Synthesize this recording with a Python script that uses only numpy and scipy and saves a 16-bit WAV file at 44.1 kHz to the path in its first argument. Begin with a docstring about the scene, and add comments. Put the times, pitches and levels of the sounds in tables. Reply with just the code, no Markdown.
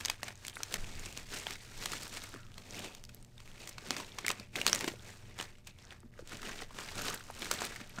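"""At a table in a padded room, a plastic-foil snack bag is pulled open, tipped and handled.
Creases buckle with sharp snaps (a noise crack and a ringing panel) over a rustle of countless ticks
that follows the squeezes of the hand. The seal squeaks in gliding tones, the bag's air knocks in short
decaying sines, and its hollow rings in filtered noise. Sines of mains hum and a fan, with noise
for hiss and rumble, lie beneath; the sound drops out twice for an instant."""
import sys
import numpy as np
from scipy import signal
from scipy.fft import rfft, irfft
from scipy.io import wavfile
from scipy.ndimage import uniform_filter1d

SR = 44100
rng = np.random.default_rng(int(sys.argv[2]) if len(sys.argv) > 2 else 0)


def log_audio(samples):
    """Write samples as a 16-bit WAV file to the path given in sys.argv[1]."""
    # one column per channel
    frames = np.atleast_2d(samples).T
    # limit to full scale, then quantise
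    limited = np.clip(frames, -1, 1)
    pcm = np.round(limited * 32767).astype(np.int16)
    wavfile.write(sys.argv[1], SR, pcm)


N = 352800  # samples, 8 s

# Colour of the crackling foil. Each row: frequency in Hz, relative density in dB per Hz.
FOIL_COLOUR = [(88, -30.5), (150, 8), (356, 5.5), (1120, 0), (1820, -1), (2450, 1.5), (4330, 0),
               (5070, -0.5), (5700, 0), (8300, -2), (10000, -9.5), (15500, -12.5), (16150, -32)]


def snaps():
    """A crease flips: a wide crack with the colour of the foil, and a brief fuzzy ring of the panel."""
    # Loud bucklings. Each row: start in seconds, peak in dB, t60 in seconds (held to .004-.06 below),
    # brightness in dB per octave, ring of the freed panel in Hz, ring against the crack in dB.
    snap_rows = [(.0073,-31.5,.018,3,1808,-6), (.0501,-15.5,.0046,-1.5,5380,3.5),
                 (.0571,-19,.009,1,5860,-1.5), (.0838,-23,.0071,-3,3510,5), (.0986,-16,.011,-1.5,5360,-4.5),
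                 (.1427,-41,.0075,-2,2220,5), (.2312,-22,.0085,-5,1720,-11), (.2805,-31,.027,-3.5,1730,-5),
                 (.3059,-36.5,.0079,-10,1700,2), (.3253,-43,.0089,-10,6115,0), (.3554,-41,.0055,3.5,6804,8),
                 (.4497,-28.5,.01,-1,1970,-4.5), (.4673,-29.5,.006,3,8700,-4),
                 (.4814,-25.5,.0076,2,3420,-7), (.4975,-34,.0067,-1,1894,-6), (.5555,-35,.011,10,3770,2),
                 (.5687,-28,.0093,3,1600,15), (.6042,-33,.0092,-8.5,1580,-2),
                 (.6328,-19.5,.006,1.5,6140,-4), (.7246,-28,.0094,1,3820,-3), (.7407,-18.5,.01,0,6416,-7),
                 (.7571,-31,.016,2,1765,4), (.8437,-32,.0052,1,2930,6), (.9534,-38,.008,2,4800,0),
                 (.995,-33,.0063,5,6933,0), (1.061,-34,.012,-1,2500,0), (1.126,-36,.012,2,7070,-6),
                 (1.1743,-27.5,.0094,-.5,6503,-12), (1.3645,-35,.015,-5,5770,-8),
                 (1.4679,-22,.01,-7.5,3240,-2), (1.5074,-28.5,.008,0,2454,-4), (1.5351,-35,.01,1,5590,-4),
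                 (1.7752,-39.5,.021,1,6201,-13), (1.8246,-31,.012,-5,1950,-2),
                 (1.8575,-21.5,.012,-1,6840,-12), (1.9177,-29,.016,2,7240,-7), (1.9333,-25,.0092,4,1507,10),
                 (2.0316,-33,.012,12,4780,-4), (2.0674,-36,.014,-6.5,4435,-11), (2.0788,-37,.008,6,7440,-6),
                 (2.1703,-30.5,.024,-3.5,2110,-7), (2.237,-32.5,.019,5,2260,-7),
                 (2.2902,-40,.014,11,6287,-15), (2.3408,-32,.0073,2,1248,6), (2.3612,-37.5,.011,-1,1370,10),
                 (2.466,-46.5,.0064,0,3057,2), (2.5178,-44,.0066,-2.5,2928,-4), (2.542,-42,.0065,3,3170,5),
                 (2.5797,-34.5,.014,-2.5,4300,-7), (2.746,-32,.0063,-1.5,5555,1),
                 (2.7918,-34.5,.012,5.5,7150,-6), (2.949,-33.5,.0097,.5,6200,-4),
                 (3.0391,-35,.0035,1,5297,-8), (3.0513,-35.5,.0032,4,5100,2),
                 (3.091,-42,.023,-2.5,3574,-23), (3.1465,-35,.006,8,12500,-2),
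                 (3.2266,-44.5,.0091,1.5,8441,1), (3.2476,-44,.0051,1,7407,-5),
                 (3.3793,-44.5,.012,-2,3720,-1), (3.4018,-41.5,.015,-3.5,4550,-10),
                 (3.4767,-38.5,.0035,1.5,1950,5), (3.5155,-43,.008,0,3100,0), (3.674,-29.5,.013,0,6900,-12),
                 (3.691,-35,.024,9,5986,-5), (3.7812,-31.5,.02,-5,4500,-10),
                 (3.9065,-15.5,.0087,-3,4950,-4.5), (3.9656,-26.5,.02,-3.5,4650,-7.5),
                 (3.999,-31,.023,-4,1000,-6), (4.185,-26,.021,-4,6029,-10), (4.2469,-27.5,.022,-6,1780,5),
                 (4.2647,-18.5,.0088,.5,7700,-9), (4.281,-16,.01,4,2250,0), (4.2905,-20,.0084,2,3789,-7),
                 (4.3024,-18.5,.015,-5.5,2497,-6), (4.3138,-24.5,.014,.5,7700,-9),
                 (4.3975,-33,.016,-2,4823,0), (4.5561,-21,.015,-2.5,2160,5), (4.5614,-24,.007,5,3460,4),
                 (4.5848,-30,.039,-1,1800,8), (4.6143,-19,.0084,-2,2750,1),
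                 (4.6654,-5.5,.0044,-1,5770,-8.5), (4.6772,-16,.022,0,4306,-3),
                 (4.6964,-22,.011,-1,5230,-9), (4.73,-9.5,.0048,-3.5,6080,1), (4.7482,-19,.008,2,8350,-6),
                 (4.759,-22,.006,-5,7150,3), (4.7912,-28,.006,2.5,5900,7), (4.8083,-21,.012,-1,1880,-2),
                 (4.843,-24.5,.011,-3.5,2325,-8), (4.8647,-35,.0048,4,7795,-2),
                 (4.8768,-23.5,.028,-4,2280,-13), (4.884,-24,.013,-4,1808,-11), (5.0909,-43,.02,1,1820,2),
                 (5.3887,-27,.0062,-3,6976,-14), (5.3995,-24,.0086,-7.5,2980,.5),
                 (5.4103,-27,.013,-3,7660,-11.5), (5.425,-33,.018,-1,7105,-5),
                 (5.5825,-47,.033,-4,7622,-10), (5.67,-36.5,.031,.5,7500,-19),
                 (5.7862,-44.5,.015,-2.5,3531,-10), (5.9072,-37,.0085,0,3100,12),
                 (5.922,-41,.029,-7,1400,-7), (6.0036,-49.5,.0046,6.5,7950,1), (6.031,-50,.015,-10,1150,6),
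                 (6.1385,-49,.012,0,1820,10), (6.1905,-38,.022,-3,1400,3), (6.207,-48,.008,2,6000,-4),
                 (6.274,-38.5,.01,0,7450,-9), (6.293,-40,.022,0,4850,-4), (6.3197,-36,.012,-2,1600,2),
                 (6.3325,-36,.012,-5,2282,3), (6.3694,-37.5,.013,2,7105,-4), (6.395,-40,.012,-2,1500,2),
                 (6.4174,-39,.012,0,6190,-5), (6.429,-35,.021,-3,1550,0), (6.4534,-35,.015,3,2670,2),
                 (6.5127,-38,.012,-2,5620,-5), (6.604,-37,.012,-5,1300,0), (6.6208,-31,.012,-8,1981,-7),
                 (6.706,-42.5,.034,-11,2153,-11), (6.7868,-27.5,.012,-5,1500,-10),
                 (6.835,-37,.01,-4,1300,5), (6.8465,-39,.008,2,5030,4), (6.886,-38,.01,0,4500,-3),
                 (6.906,-39,.008,2,5000,-5), (6.92,-39,.01,0,4000,-2), (6.9542,-34,.012,0,8060,-8),
                 (6.986,-35,.015,-3,1400,3), (7.0115,-34,.025,0,1400,10), (7.0181,-31,.012,3,12300,-4),
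                 (7.046,-34,.025,4,1470,8), (7.053,-32,.01,3,6850,-6), (7.082,-25.5,.025,-4.5,3820,-5),
                 (7.0994,-29,.016,4,6640,-4), (7.107,-32,.015,-4,1200,8), (7.1428,-28,.018,28,1400,-7),
                 (7.1756,-34,.0078,-1,4134,7), (7.196,-43,.01,4,7680,-5), (7.207,-36,.019,0,1550,8),
                 (7.2387,-42,.015,1,6870,-8), (7.2682,-45,.008,5,6660,-8), (7.2861,-41,.015,-2,1200,4),
                 (7.3005,-31,.018,-6,870,8), (7.3096,-41,.008,8,10500,-3), (7.35,-42,.008,3,5970,-6),
                 (7.3739,-41,.01,2,3000,-2), (7.3934,-39,.012,6,11000,-4), (7.4197,-27,.014,-3,3500,-1),
                 (7.4453,-28,.008,3,4091,-8), (7.4565,-27.5,.0082,-4,1765,2), (7.4657,-33,.015,2,1400,2),
                 (7.5127,-14,.016,2,1490,-4), (7.5377,-29,.012,7,7360,-12), (7.607,-26.5,.015,-1,7340,-9),
                 (7.6191,-21,.0035,-8.5,1360,-10.5), (7.643,-31,.048,-3,4091,-8),
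                 (7.6507,-29.5,.015,13,7364,-13), (7.662,-33,.006,5,10000,-2), (7.7211,-38,.015,0,1500,0),
                 (7.7595,-32,.029,1,1981,0), (7.8028,-39,.012,-5,1636,-2), (7.812,-40,.025,-4,2500,2),
                 (7.8743,-46,.008,6,6080,-2), (7.8948,-41,.005,14,11500,0), (7.977,-38,.015,-6,1300,2),
                 (7.985,-30.5,.023,-8,1400,3)]
    s, db, t60, tilt_db, ring_hz, ring_db = np.transpose(snap_rows)[:, :, None]
    t = np.arange(2048) / SR
    hz = np.fft.rfftfreq(2048, 1 / SR) + 1
    noise = rfft(rng.standard_normal((len(s), 2, len(t))))

    octaves = np.log2(np.clip(hz, 700, 9000) / 3000)
    colour = gain_of(read(FOIL_COLOUR, hz) + tilt_db * octaves)
    narrow = 1 / (1 + ((hz - ring_hz) / (0.05 * ring_hz + 150)) ** 2)

    t60 = np.clip(t60, .004, .06)
    rise = np.minimum(t / (0.06 * t60), 1)  # long creases also start slower
    fall_db = -60 * t / t60

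    burst = rfft(irfft(noise[:, 0]) * rise * gain_of(fall_db))
    # every band takes part in the crack
    burst = burst / np.sqrt(uniform_filter1d(abs(burst) ** 2, size=60, axis=1))
    crack = irfft(burst * colour) * (fall_db > -60)
    crack = peaked(band(crack, 1100, 17000))
    ring = peaked(irfft(noise[:, 1] * narrow) * rise * gain_of(1.11 * fall_db))  # fades a little faster
    return placed(s, gain_of(db) * peaked(crack + gain_of(ring_db) * ring))


def rustle():
    """Dense small ticks, dull and bright, sparse pops and the air in the bag, all following the hands."""
    # The hollow of the bag colours the rustle as it is turned. Each row: time in seconds,
    # resonance in Hz (before its wander), its share in dB, low flutter of the bag air in dB.
    hollow_rows = [(0.0, 1710, -5.5, -4), (0.82, 1700, -6, 0), (1.09, 2210, -5, -2), (2.1, 1700, -8, -3),
                   (2.45, 1400, 0, 3), (2.6, 2120, -12, 1), (2.94, 2600, -5, 3), (3.25, 1760, -11, 6),
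                   (3.39, 2050, -5, -.5), (3.9, 2120, -4, 2.5), (4.3, 2100, -4, 0.5), (5.03, 1850, .5, 3),
                   (5.75, 2120, -4, 0), (5.9, 1500, 0, 2), (6.35, 1720, -4, 0), (6.91, 1470, -3, 0),
                   (8.0, 1440, -4.5, -1)]
    hollow_hz, hollow_db, air_db = curves(hollow_rows)
    body, treble = handling()

    # one crease sets off its neighbours
    clump = gain_of(3.0 * evened(uniform_filter1d(rng.standard_normal(N), 350)))
    # the bag never holds its shape
    drift = uniform_filter1d(uniform_filter1d(rng.standard_normal(N), 2000), 2000)
    wander = np.exp(0.13 * evened(drift))

    dull = ticks(clump, per_s=2200., spread_db=3.2, lo_hz=900, hi_hz=4550, cycles=23.0, wide=1.63)
    dull_pops = ticks(clump, per_s=120., spread_db=4.5, lo_hz=880, hi_hz=7500, cycles=36.0, wide=1.25)
    dull += gain_of(-4.5) * dull_pops
    dull += gain_of(hollow_db) * evened(resonate(dull, hollow_hz * wander, width_hz=600))

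    bright = ticks(clump, per_s=3300., spread_db=3.2, lo_hz=4700, hi_hz=13500, cycles=12.3, wide=1.79)
    bright_pops = ticks(clump, per_s=110., spread_db=3.0, lo_hz=3000, hi_hz=9000, cycles=40.0, wide=2.6)
    bright += gain_of(-4.5) * bright_pops

    air = ticks(clump, per_s=1500., spread_db=1.5, lo_hz=170, hi_hz=700, cycles=9.0, wide=1.67)
    return body * (dull + gain_of(air_db) * air) + treble * bright


def ticks(clump, per_s, spread_db, lo_hz, hi_hz, cycles, wide, count=40):
    """Random small bucklings, a few large; each frees one of count panels with its own pitch."""
    happens = rng.random(N) < clump * per_s / SR
    size = gain_of(spread_db * np.minimum(rng.exponential(1, N), 4)) * happens
    panel = rng.integers(0, count, N)
    t = np.arange(600) / SR
    out = np.zeros(N)
    for k, hz in enumerate(np.geomspace(lo_hz, hi_hz, count)):
        fading = rng.standard_normal(len(t)) * gain_of(-60 * t * hz / cycles)  # 60 dB down after cycles
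        shape = band(fading, hz / wide, hz * wide)
        shape = shape / np.linalg.norm(shape) * np.sqrt(hz)
        out += signal.oaconvolve(size * (panel == k), shape)[:N]
    return evened(coloured(out, FOIL_COLOUR))


def handling():
    """How hard the hands work the foil: every squeeze swells, peaks and fades; gains of body and treble."""
    # Squeezes of the hand, each a burst of rustle. Each row: peak time in seconds, peak in dB,
    # time to swell 20 dB in seconds, time to fade 20 dB in seconds, treble against the peak in dB.
    squeeze_rows = [(0.0, -51.5, 0.619, 0.103, -2.5), (0.097, -52.0, 0.169, 0.092, -1.5),
                    (0.273, -53.0, 0.097, 0.107, -2.5), (0.469, -59.0, 0.168, 0.163, 0.5),
                    (0.601, -58.5, 0.167, 0.218, -1.0), (0.755, -50.0, 0.153, 0.09, -1.0),
                    (0.851, -57.0, 0.141, 0.299, -0.5), (1.057, -54.0, 0.308, 0.155, -0.5),
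                    (1.175, -52.0, 0.127, 0.125, -1.5), (1.338, -46.5, 0.066, 0.151, 0.0),
                    (1.409, -55.0, 0.13, 0.121, 0.5), (1.519, -50.0, 0.171, 0.092, -1.0),
                    (1.618, -58.5, 0.119, 0.118, 0.0), (1.726, -58.5, 0.174, 0.098, -0.5),
                    (1.832, -50.0, 0.126, 0.155, 0.0), (1.94, -46.5, 0.121, 0.101, -0.5),
                    (2.024, -51.5, 0.106, 0.116, 1.5), (2.16, -50.5, 0.144, 0.101, 1.5),
                    (2.234, -57.0, 0.101, 0.188, 1.5), (2.342, -61.5, 0.109, 0.192, -1.0),
                    (2.595, -63.5, 0.112, 0.128, -1.0), (2.775, -52.0, 0.2, 0.2, -2.0),
                    (2.85, -52.5, 0.2, 0.16, -2.0), (3.147, -69.5, 0.308, 0.242, -0.5),
                    (3.488, -66.0, 0.284, 0.183, 0.0), (3.617, -56.5, 0.144, 0.099, 0.0),
                    (3.691, -55.0, 0.07, 0.074, -3.0), (3.923, -49.5, 0.171, 0.131, -1.0),
                    (3.988, -51.5, 0.125, 0.161, -0.5), (4.196, -57.0, 0.227, 0.119, -3.5),
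                    (4.298, -48.0, 0.081, 0.075, -6.0), (4.385, -59.0, 0.132, 0.136, -3.0),
                    (4.569, -47.0, 0.033, 0.163, -0.5), (4.676, -46.0, 0.043, 0.102, 0.5),
                    (4.745, -47.0, 0.083, 0.121, 1.5), (4.823, -49.0, 0.119, 0.12, 0.0),
                    (4.892, -54.5, 0.119, 0.098, 0.5), (5.082, -60.5, 0.214, 0.253, 1.0),
                    (5.302, -65.5, 0.218, 0.207, -3.0), (5.399, -51.0, 0.044, 0.136, -2.0),
                    (5.675, -61.0, 0.034, 0.066, 0.5), (5.799, -69.5, 0.079, 0.25, -2.5),
                    (5.926, -63.5, 0.29, 0.12, -5.5), (6.199, -66.0, 0.126, 0.088, -4.0),
                    (6.332, -50.0, 0.079, 0.093, -2.5), (6.477, -48.0, 0.101, 0.198, -4.0),
                    (6.624, -51.0, 0.122, 0.05, -4.5), (6.807, -50.5, 0.116, 0.202, -1.0),
                    (6.994, -50.0, 0.148, 0.202, 0.0), (7.094, -45.5, 0.246, 0.102, 0.0),
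                    (7.137, -54.0, 0.111, 0.18, -0.5), (7.302, -60.0, 0.107, 0.108, -0.5),
                    (7.459, -48.5, 0.188, 0.092, -1.0), (7.533, -48.0, 0.089, 0.139, 0.5),
                    (7.62, -46.0, 0.113, 0.166, -2.0), (7.744, -56.0, 0.154, 0.111, -2.0),
                    (7.812, -58.0, 0.108, 0.107, -3.5), (7.999, -57.5, 0.226, 0.188, -3.5)]
    resting_db = -83  # rustle of the bag held still
    s, db, swell_s, fade_s, treble_db = np.transpose(squeeze_rows)[:, :, None]
    t = np.arange(0, N + 64, 64) / SR  # a coarse time grid is enough
    level_db = db - 20 * np.where(t < s, (s - t) / swell_s, (t - s) / fade_s)
    gains = []
    for each_db in (level_db, level_db + treble_db):
        power = gain_of(resting_db) ** 2 + (gain_of(each_db) ** 2).sum(0)
        gains.append(np.interp(np.arange(N) / SR, t, np.sqrt(power)))
    return gains


def puffs():
    """The air in the bag is knocked: hollow sine tones that die in a few cycles."""
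    # Each row: start in seconds, peak in dB, pitch in Hz, cycles to die by 60 dB.
    puff_rows = [(0.7756, -47, 190, 9), (2.0438, -47, 203, 9), (2.3396, -42, 270, 12),
                 (2.3467, -41, 420, 9), (2.3606, -43, 250, 9), (2.5797, -48, 170, 7),
                 (2.7917, -45, 500, 12), (2.8734, -47, 480, 12), (3.8862, -46, 174, 9),
                 (3.9054, -35.5, 260, 9), (3.998, -42, 317, 9), (4.2434, -38, 342, 8),
                 (4.3967, -42, 205, 9), (4.409, -45, 520, 9), (4.5632, -39, 312, 9), (4.5939, -39, 467, 9),
                 (4.6646, -38, 487, 9), (4.6773, -38, 510, 9), (4.7294, -31, 590, 9), (4.7431, -35, 580, 9),
                 (4.8432, -30.5, 337, 9), (4.877, -26.5, 330, 9), (4.9155, -40, 313, 9),
                 (4.9372, -39.5, 493, 9), (5.3994, -40, 302, 9), (6.034, -52, 350, 9),
                 (6.045, -48, 221, 16), (6.058, -50, 240, 9), (6.1925, -39, 505, 22), (6.2234, -45, 327, 9),
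                 (6.4766, -44, 510, 9), (6.618, -41, 470, 9), (6.9683, -41, 301, 9), (7.0493, -41, 380, 9),
                 (7.0875, -39, 415, 9), (7.4208, -38, 342, 9), (7.5122, -32, 510, 9),
                 (7.8121, -43.5, 237, 9), (7.9841, -38, 206, 9)]
    s, db, hz, cycles = np.transpose(puff_rows)[:, :, None]
    t = np.arange(3000) / SR
    shape = np.minimum(t / 0.0017, 1) * gain_of(-60 * t * hz / cycles)
    return placed(s, gain_of(db) * peaked(shape * np.sin(2 * np.pi * hz * t)))


def squeaks():
    """The seal squeaks as it peels: thin, fluttering whistles that glide."""
    # Each row: start in seconds, length in seconds, from Hz, to Hz, level in dB before the flutter.
    squeak_rows = [(.233, .014, 14200, 5000, -48), (.537, .01, 12300, 7000, -57),
                   (.547, .017, 7000, 11500, -54), (.573, .024, 12000, 4800, -55)]
    out = np.zeros(N)
    for s, length, from_hz, to_hz, db in squeak_rows:
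        at = np.arange(int(s * SR), int((s + length) * SR))
        flutter = 1 + 0.34 * evened(uniform_filter1d(rng.standard_normal(len(at)), 40))
        glide_hz = np.geomspace(from_hz, to_hz, len(at))
        tone = np.sin(2 * np.pi * np.cumsum(glide_hz) / SR)
        out[at] += gain_of(db) * flutter * tone * signal.windows.tukey(len(at), .2)
    return out


def sagging():
    """The hollow of the bag rings on and sinks as the bag sags: a fuzzy ring that glides down."""
    # One row: from seconds, to seconds, from Hz, to Hz, level in dB, change in level by the end in dB.
    sag_row = (2.365, 2.5, 1520, 1200, -60, -12)
    from_s, to_s, from_hz, to_hz, db, fade_db = sag_row
    u = (np.arange(N) / SR - from_s) / (to_s - from_s)
    progress = np.clip(u, 0, 1)
    ring = resonate(rng.standard_normal(N), from_hz + (to_hz - from_hz) * progress, width_hz=90)
    ends = np.clip(8 * np.minimum(u, 1 - u), 0, 1)  # fades in and out, silent elsewhere
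    return evened(ring) * gain_of(db + fade_db * progress) * ends


def room(x):
    """Sparse reflections off the room, each band dying at its own speed."""
    # Each row: frequency in Hz, t60 in seconds.
    decay_rows = [(250, 0.091), (1500, 0.21), (5000, 0.06), (14000, 0.092)]
    taps = np.zeros(SR // 2)
    at = np.arange(130, SR // 2 - 20, 20)
    taps[at + rng.integers(0, 20, len(at))] = rng.choice([-1., 1.], len(at))
    hz, t, z = signal.stft(taps, SR, nperseg=256)
    fall = gain_of(-60 * t / read(decay_rows, hz)[:, None])
    tail = signal.istft(z * fall, SR, nperseg=256)[1]
    return signal.fftconvolve(x, tail / np.linalg.norm(tail))[:N]


def background():
    """Hiss and air as shaped noise, wavering sines of mains hum and a fan, and a deep noise rumble."""
    # Colour of hiss and air. Each row: frequency in Hz, relative density in dB per Hz.
    air_colour = [(12, -36), (20, -9), (82, 9.5), (382, -20.5), (994, -24), (2060, -36), (4050, -46),
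                  (12500, -33), (15300, -37), (16300, -69)]
    # Mains hum. Each row: frequency in Hz, rms level in dB before the waver.
    hum_rows = [(59.5, -74.5), (119.8, -64), (193, -72), (239, -75), (360, -79.5), (474, -83), (597, -82)]
    # Each row: time in seconds, deep rumble through the table in dB, fan drone in dB.
    rumble_rows = [(0.0, -50, -68), (0.22, -61, -60), (0.69, -59, -64), (0.8, -44.5, -57), (1.15, -49, -62),
                   (1.5, -55, -69), (2.52, -54, -62), (2.83, -60, -59), (3.0, -57, -80), (3.8, -56, -79),
                   (3.94, -58, -64), (5.32, -57, -62), (5.64, -59, -76), (6.8, -54, -80), (6.97, -49, -53),
                   (7.29, -60, -72), (7.57, -51, -65), (8.0, -54, -80)]
    air_level_db, fan_hz = -63.5, 97.8
    t = np.arange(N) / SR
    rumble_db, fan_db = curves(rumble_rows)
    air_noise, waver_noise, rumble_noise = rng.standard_normal((3, N))

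    air_gain = gain_of(read(air_colour, np.fft.rfftfreq(N, 1 / SR)))
    air = gain_of(air_level_db) * evened(irfft(rfft(air_noise) * air_gain, N))

    waver = evened(uniform_filter1d(uniform_filter1d(waver_noise, 3000), 3000))
    hum = np.zeros(N)
    for hz, db in hum_rows:
        phase = 2 * np.pi * (hz * t + rng.random()) + 0.24 * hz / 120 * waver
        hum += np.sqrt(2) * gain_of(db + 3.2 * waver) * np.sin(phase)
    # the waver run backwards sways the fan apart from the hum
    fan = np.sqrt(2) * gain_of(fan_db) * np.sin(2 * np.pi * fan_hz * t + .3 * waver[::-1])

    deep = evened(band(band(rumble_noise, 11.2, 25), 11.2, 25))
    upper = gain_of(-10) * evened(band(rumble_noise, 41, 140))
    return air + hum + fan + gain_of(rumble_db) * (deep + upper)


def gain_of(db):
    """Decibels to a factor."""
    return 10 ** (np.asarray(db) / 20)


def evened(x):
    """Scales to rms 1."""
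    return x / np.sqrt(np.mean(x ** 2) + 1e-20)


def peaked(x):
    """Scales each row to peak 1."""
    return x / abs(x).max(axis=-1, keepdims=True)


def read(points, hz):
    """A spectrum table on a log-frequency axis."""
    f, value = np.transpose(points)
    return np.interp(np.log(hz + 1), np.log(f + 1), value)


def curves(rows):
    """Every column of a table after the time, sample by sample."""
    s, *columns = np.transpose(rows)
    return [np.interp(np.arange(N) / SR, s, c) for c in columns]


def placed(s, sounds):
    """Lays one sound a row at its time."""
    out = np.zeros(N + sounds.shape[1])
    np.add.at(out, (s * SR).astype(int) + np.arange(sounds.shape[1]), sounds)
    return out[:N]


def band(x, lo_hz, hi_hz):
    """Causal band-pass along the last axis."""
    sos = signal.butter(2, [lo_hz, min(hi_hz, .45 * SR)], "bandpass", fs=SR, output="sos")
    return signal.sosfilt(sos, x)


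def coloured(x, points):
    """Causal filter with the given spectrum (minimum phase)."""
    log_gain = np.log(gain_of(read(points, abs(np.fft.fftfreq(4096, 1 / SR)))))
    taps = np.fft.ifft(np.exp(log_gain - 1j * signal.hilbert(log_gain).imag)).real[:2048]
    return signal.oaconvolve(x, taps)[:len(x)]


def resonate(x, hz, width_hz):
    """A moving resonance: shifts the curve hz down to zero, smooths, and shifts back."""
    turn = np.exp(2j * np.pi * np.cumsum(hz) / SR)
    r = np.exp(-np.pi * width_hz / SR)
    return (turn * signal.lfilter([1 - r], [1, -r], x / turn)).real


def scene():
    """The bag close by, a little of the room, and the background."""
    bag = snaps() + puffs() + squeaks() + sagging() + rustle()
    return (bag + gain_of(-16.5) * room(bag) + background())[None]


def record(dry):
    """Two instants of silence, then the band limit."""
    # Each row: from seconds, to seconds.
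    dropout_rows = [(.7722, .7773), (6.1105, 6.116)]
    edge_hz = 16800
    t = np.arange(N) / SR
    silent = sum((t > a) & (t < b) for a, b in dropout_rows)
    on = uniform_filter1d(1. - silent, 15)  # softened edges
    low_pass = signal.firwin(511, edge_hz, window=("kaiser", 9), fs=SR)
    return signal.oaconvolve(dry * on, low_pass[None], "same")


dry = scene()
out = record(dry)
log_audio(out)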